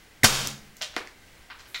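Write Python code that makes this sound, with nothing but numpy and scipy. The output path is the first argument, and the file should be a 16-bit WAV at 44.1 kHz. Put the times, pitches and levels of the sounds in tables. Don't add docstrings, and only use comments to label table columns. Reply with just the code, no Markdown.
import sys
import numpy as np
from scipy import signal
from scipy.fft import rfft, irfft
from scipy.io import wavfile
from scipy.ndimage import uniform_filter1d

SR = 44100
rng = np.random.default_rng(int(sys.argv[2]) if len(sys.argv) > 2 else 0)


def bounce(signal):
    frames = np.transpose(np.atleast_2d(signal))
    limited = np.clip(frames, -1, 1)
    pcm = np.round(limited * 32767).astype(np.int16)
    wavfile.write(sys.argv[1], SR, pcm)


def volts_from_db(level):
    exponent = np.asarray(level, float) / 20
    return 10 ** exponent


N = 79380
T = np.arange(N) / SR
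BLAST_S = .2408


def peak(x, hz, width):
    return signal.lfilter(*signal.iirpeak(min(hz, .45 * SR), hz / width, fs=SR), x)


def unit(x):
    return x / np.sqrt(np.mean(x ** 2))


def colour(points):
    hz = np.arange(N // 2 + 1) * SR / N + 1
    point_hz, point_db = np.transpose(points)
    level_db = np.interp(np.log(hz), np.log(point_hz), point_db)
    return unit(irfft(rfft(rng.standard_normal(N)) * volts_from_db(level_db), N))


def fade(start, t60):
    return (T >= start) * volts_from_db(-60 * np.maximum(T - start, 0) / t60)


def ringing(push, body):
    modes = [volts_from_db(db) * peak(push, hz, width) for hz, width, db in body]
    return sum((-1) ** k * mode for k, mode in enumerate(modes))


def strikes(body, hits):
    out = np.zeros((2, N))
    u = np.arange(2500) / SR
    rattle_db, rattle_t60_s = -10, .008
    for start_s, level_db, send_db, contact_s in hits:
        push = np.exp(-(u / contact_s - 2) ** 2)
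        roughness = rng.standard_normal(len(u)) * volts_from_db(rattle_db - 60 * u / rattle_t60_s)
        chatter = np.convolve(push, roughness)[:len(u)]
        ring = np.array([ringing(push + chatter, body), ringing(push, body)])
        ring = ring / np.abs(ring).max(axis=1, keepdims=True)
        ring = ring * volts_from_db(np.array([[level_db], [level_db + send_db]]))
        i = int(start_s * SR)
        out[:, i:i + len(u)] += ring[:, :N - i]
    return out


# pitch_hz [Hz], level_db [dB per Hz]
GAS_SPECTRUM = [(59, -25), (100, 2), (950, -28.5), (1280, -20.5), (1650, -0.5), (2130, -17), (4670, -10),
                (10000, -14.5), (16000, -16.5)]


def gas_blast():
    push_db, push_s = 1, .0011
    rise_s, t60_s, send_db = .003, 0.068, 7.5
    u = T - BLAST_S
    dip = -volts_from_db(push_db) * np.sin(np.pi * np.clip(u / push_s, 0, 1)) * fade(BLAST_S, 4 * push_s)
    decay = np.where(u > rise_s, fade(BLAST_S + rise_s, t60_s), 1)
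    gas = colour(GAS_SPECTRUM) * np.clip(u / rise_s, 0, 1) * decay
    return np.array([dip + gas, gas * volts_from_db(send_db)])


def shell_crack():
    crack_s, crack_hz, crack_db, rise_s, t60_s = .2342, 2000, -2, .0006, .005
    splinter_db, splinter_t60_s = -17, 0.084
    v = T - crack_s
    swell = np.where(v < 0, np.exp(np.minimum(v, 0) / rise_s), fade(crack_s, t60_s))
    snap = volts_from_db(crack_db) * np.cos(2 * np.pi * crack_hz * v) * swell
    return snap + volts_from_db(splinter_db) * colour(GAS_SPECTRUM) * fade(crack_s, splinter_t60_s)


# pitch_hz [Hz], width_hz [Hz], level_db [dB]
MUZZLE_MODES = [(235.4, 239, -2.5), (650, 610, 3.5), (1500, 1200, 4), (2974, 1300, 4), (5940, 4000, 3),
                (10800, 2000, 0.5)]
# start_s [s], level_db [dB], send_db [dB to the room], contact_s [s]
MUZZLE_PULSES = [
    (0.2425, -8.5, 36.36, 0.000044),
    (0.245, 4, 6, 0.000017),
    (0.2526, -10.5, 18, 0.00048),
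]


def muzzle():
    return strikes(MUZZLE_MODES, MUZZLE_PULSES)


# pitch_hz [Hz], width_hz [Hz], level_db [dB]
SHELL_MODES = [(1850, 320, 1.5), (4300, 500, -1.5), (7240, 5400, -7), (12200, 5000, -14.5)]
# start_s [s], level_db [dB], send_db [dB to the room], contact_s [s]
SHELL_KNOCKS = [
    (.2345, -16, 2, 0.000024),
    (1.0732, -32.5, -0.5, 0.000046),
]


def shell():
    return strikes(SHELL_MODES, SHELL_KNOCKS)


# pitch_hz [Hz], width_hz [Hz], level_db [dB]
BOARD_MODES = [(335, 113, 10), (502, 81, 8.5), (657, 150, 8.5), (1327, 1200, 5.5), (1785, 236, 9.5),
               (2215, 304, 2.5), (5000, 4000, -7.5), (9800, 3500, -14), (14700, 2000, -17)]
# start_s [s], level_db [dB], send_db [dB to the room], contact_s [s]
BOARD_KNOCKS = [
    (0.9645, -14, 1, 0.000027),
]


def board():
    return strikes(BOARD_MODES, BOARD_KNOCKS)


# pitch_hz [Hz], width_hz [Hz], level_db [dB]
CHIP_MODES = [(623, 81, 3), (1204, 630, -1), (2130, 2340, -1), (3130, 820, 6), (6100, 4500, -3),
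              (9180, 1000, -32), (14100, 3000, -14)]
# start_s [s], level_db [dB], send_db [dB to the room], contact_s [s]
CHIP_BOUNCES = [
    (0.8107, -31.5, 10.5, 0.000067),
    (0.8147, -18.5, 4.5, .00005),
    (.8215, -18.5, -3, 0.000012),
    (.8278, -19, 0, 0.000048),
    (.934, -43, 8, 0.000064),
    (.9405, -36, 5, 0.000078),
]


def chip():
    return strikes(CHIP_MODES, CHIP_BOUNCES)


# pitch_hz [Hz], width_hz [Hz], level_db [dB]
TIN_MODES = [(740, 560, -10.5), (1320, 200, -0.5), (2130, 630, 1.5), (3650, 290, 8), (4010, 380, 5.5),
             (6950, 2300, -10), (14640, 2300, -20)]
# start_s [s], level_db [dB], send_db [dB to the room], contact_s [s]
TIN_TAPS = [
    (1.7444, -23.5, 3.4, 0.000031),
    (1.7464, -23, 2, 0.00007),
    (1.7474, -22.5, 5.2, 0.000038),
    (1.758, -25.5, 4.3, 0.000067),
    (1.76, -37.5, 2.4, 0.000055),
]


def tin():
    return strikes(TIN_MODES, TIN_TAPS)


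# pitch_hz [Hz], width_hz [Hz], level_db [dB]
GRIT_MODES = [(6050, 2300, 4.5), (9030, 3496, -1.5), (14500, 4700, 1.5)]
# start_s [s], level_db [dB], send_db [dB to the room], contact_s [s]
GRIT_TICKS = [
    (.4716, -21, -20, 0.000021),
    (0.4726, -10.5, -7, 0.000021),
    (0.7683, -33, 2, 0.000015),
    (1.589, -43.5, 10.5, 0.000036),
    (1.597, -57, 8, .00003),
]


def grit():
    return strikes(GRIT_MODES, GRIT_TICKS)


# pitch_hz [Hz], width_hz [Hz], level_db [dB]
SCRAP_MODES = [(950, 310, -1), (1500, 490, 1.5), (2460, 930, -0.5), (4570, 2200, -2.5)]
# start_s [s], level_db [dB], send_db [dB to the room], contact_s [s]
SCRAP_BOUNCES = [
    (1.501, -31.5, 11, 0.000089),
    (1.553, -52, 2, 0.000073),
    (1.59, -42.5, 12.5, 0.00007),
    (1.657, -43, 7, 0.000037),
    (1.668, -48, 9, .0001),
]


def scrap():
    return strikes(SCRAP_MODES, SCRAP_BOUNCES)


# pitch_hz [Hz], level_db [dB], t60_s [s]
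PANEL_MODES = [(16.26, -0.5, 0.31), (30, -6.5, 0.3), (76.1, -22.5, 0.48), (98, 16, 0.083),
               (135.5, -6.5, 0.45), (142, -33, 1.0), (205, -37.5, 0.67), (195, -35, 1), (215, -28, 0.83),
               (216.5, 14.5, 0.092)]


def panels():
    rise_s = 0.045
    u = T - BLAST_S
    boom = sum(volts_from_db(db) * np.sin(2 * np.pi * hz * u) * fade(BLAST_S, t60) for hz, db, t60 in PANEL_MODES)
    return boom * np.clip(u / rise_s, 0, 1)


# pitch_hz [Hz], level_db [dB], t60_s [s]
ROOM_BANDS = [(189, -5.5, 0.49), (540, 3, 0.29), (1280, -3, 0.32), (2500, 2, 0.35), (4740, 2.5, 0.36),
              (9000, 6.5, 0.31), (14000, -22.5, 0.6)]


def room():
    gap_s, fill_s, grain_db = .0006, .003, 2
    early_db, early_t60_s = -4, 0.15
    tail = np.zeros(N)
    for hz, db, t60 in ROOM_BANDS:
        tail += volts_from_db(db) * peak(rng.standard_normal(N), hz, hz) * fade(gap_s, t60)
    lumps = volts_from_db(grain_db * unit(uniform_filter1d(rng.standard_normal(N), size=40)))
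    tail = tail * lumps * np.clip((T - gap_s) / fill_s, 0, 1)
    tail = tail * (1 + volts_from_db(early_db) * fade(0, early_t60_s))
    return tail / np.sqrt(np.sum(tail ** 2))


# pitch_hz [Hz], level_db [dB per Hz]
AIR_SPECTRUM = [(20, -2), (60, -11.5), (160, -16.5), (380, -17.5), (1000, -23), (2200, -20.5),
                (6000, -28.5), (16000, -37.5)]
# pitch_hz [Hz], width_hz [Hz], level_db [dB]
HUM_BANDS = [(1565, 24, -68), (2020, 120, -64.5), (15650, 150, -76.5), (61.5, 27, -64.5), (785, 100, -71)]


def air():
    air_db, wander_db = -54, .6
    rustle_s, rustle_rise_s, rustle_hz, rustle_db = 1.67, 0.013, 12400, -58
    walk = unit(uniform_filter1d(uniform_filter1d(rng.standard_normal(N), 4000), 4000))
    hiss = volts_from_db(air_db + wander_db * walk) * colour(AIR_SPECTRUM)
    hum = sum(volts_from_db(db) * unit(peak(rng.standard_normal(N), hz, width)) for hz, width, db in HUM_BANDS)
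    rustle = unit(peak(peak(rng.standard_normal(N), rustle_hz, 8600), rustle_hz, 12000))
    rustle = volts_from_db(rustle_db) * rustle * np.clip((T - rustle_s) / rustle_rise_s, 0, 1)
    return hiss + hum + rustle


def scene():
    direct, send = gas_blast() + muzzle() + shell() + board() + chip() + tin() + grit() + scrap()
    direct = direct + shell_crack() + panels()
    echoes = signal.fftconvolve(send, room())[:N]
    return (direct + echoes + air())[None]


def band_limit(x):
    return signal.sosfilt(signal.butter(12, 17040, fs=SR, output="sos"), x)


def record(dry):
    duck_db, duck_s, back_s = -29.5, .011, 0.48
    ceiling, top_hz = .54, 15800
    u = np.maximum(T - BLAST_S, 0)
    recovery = np.clip((back_s - T) / (back_s - BLAST_S), 0, 1)
    gain_db = duck_db * (1 - np.exp(-u / duck_s)) * recovery
    overloaded = ceiling * np.tanh(dry * volts_from_db(gain_db) / ceiling)
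    top = signal.ellip(8, .3, 45, top_hz, fs=SR, output="sos")
    return band_limit(signal.sosfilt(top, overloaded))


dry = scene()
out = record(dry)
bounce(out)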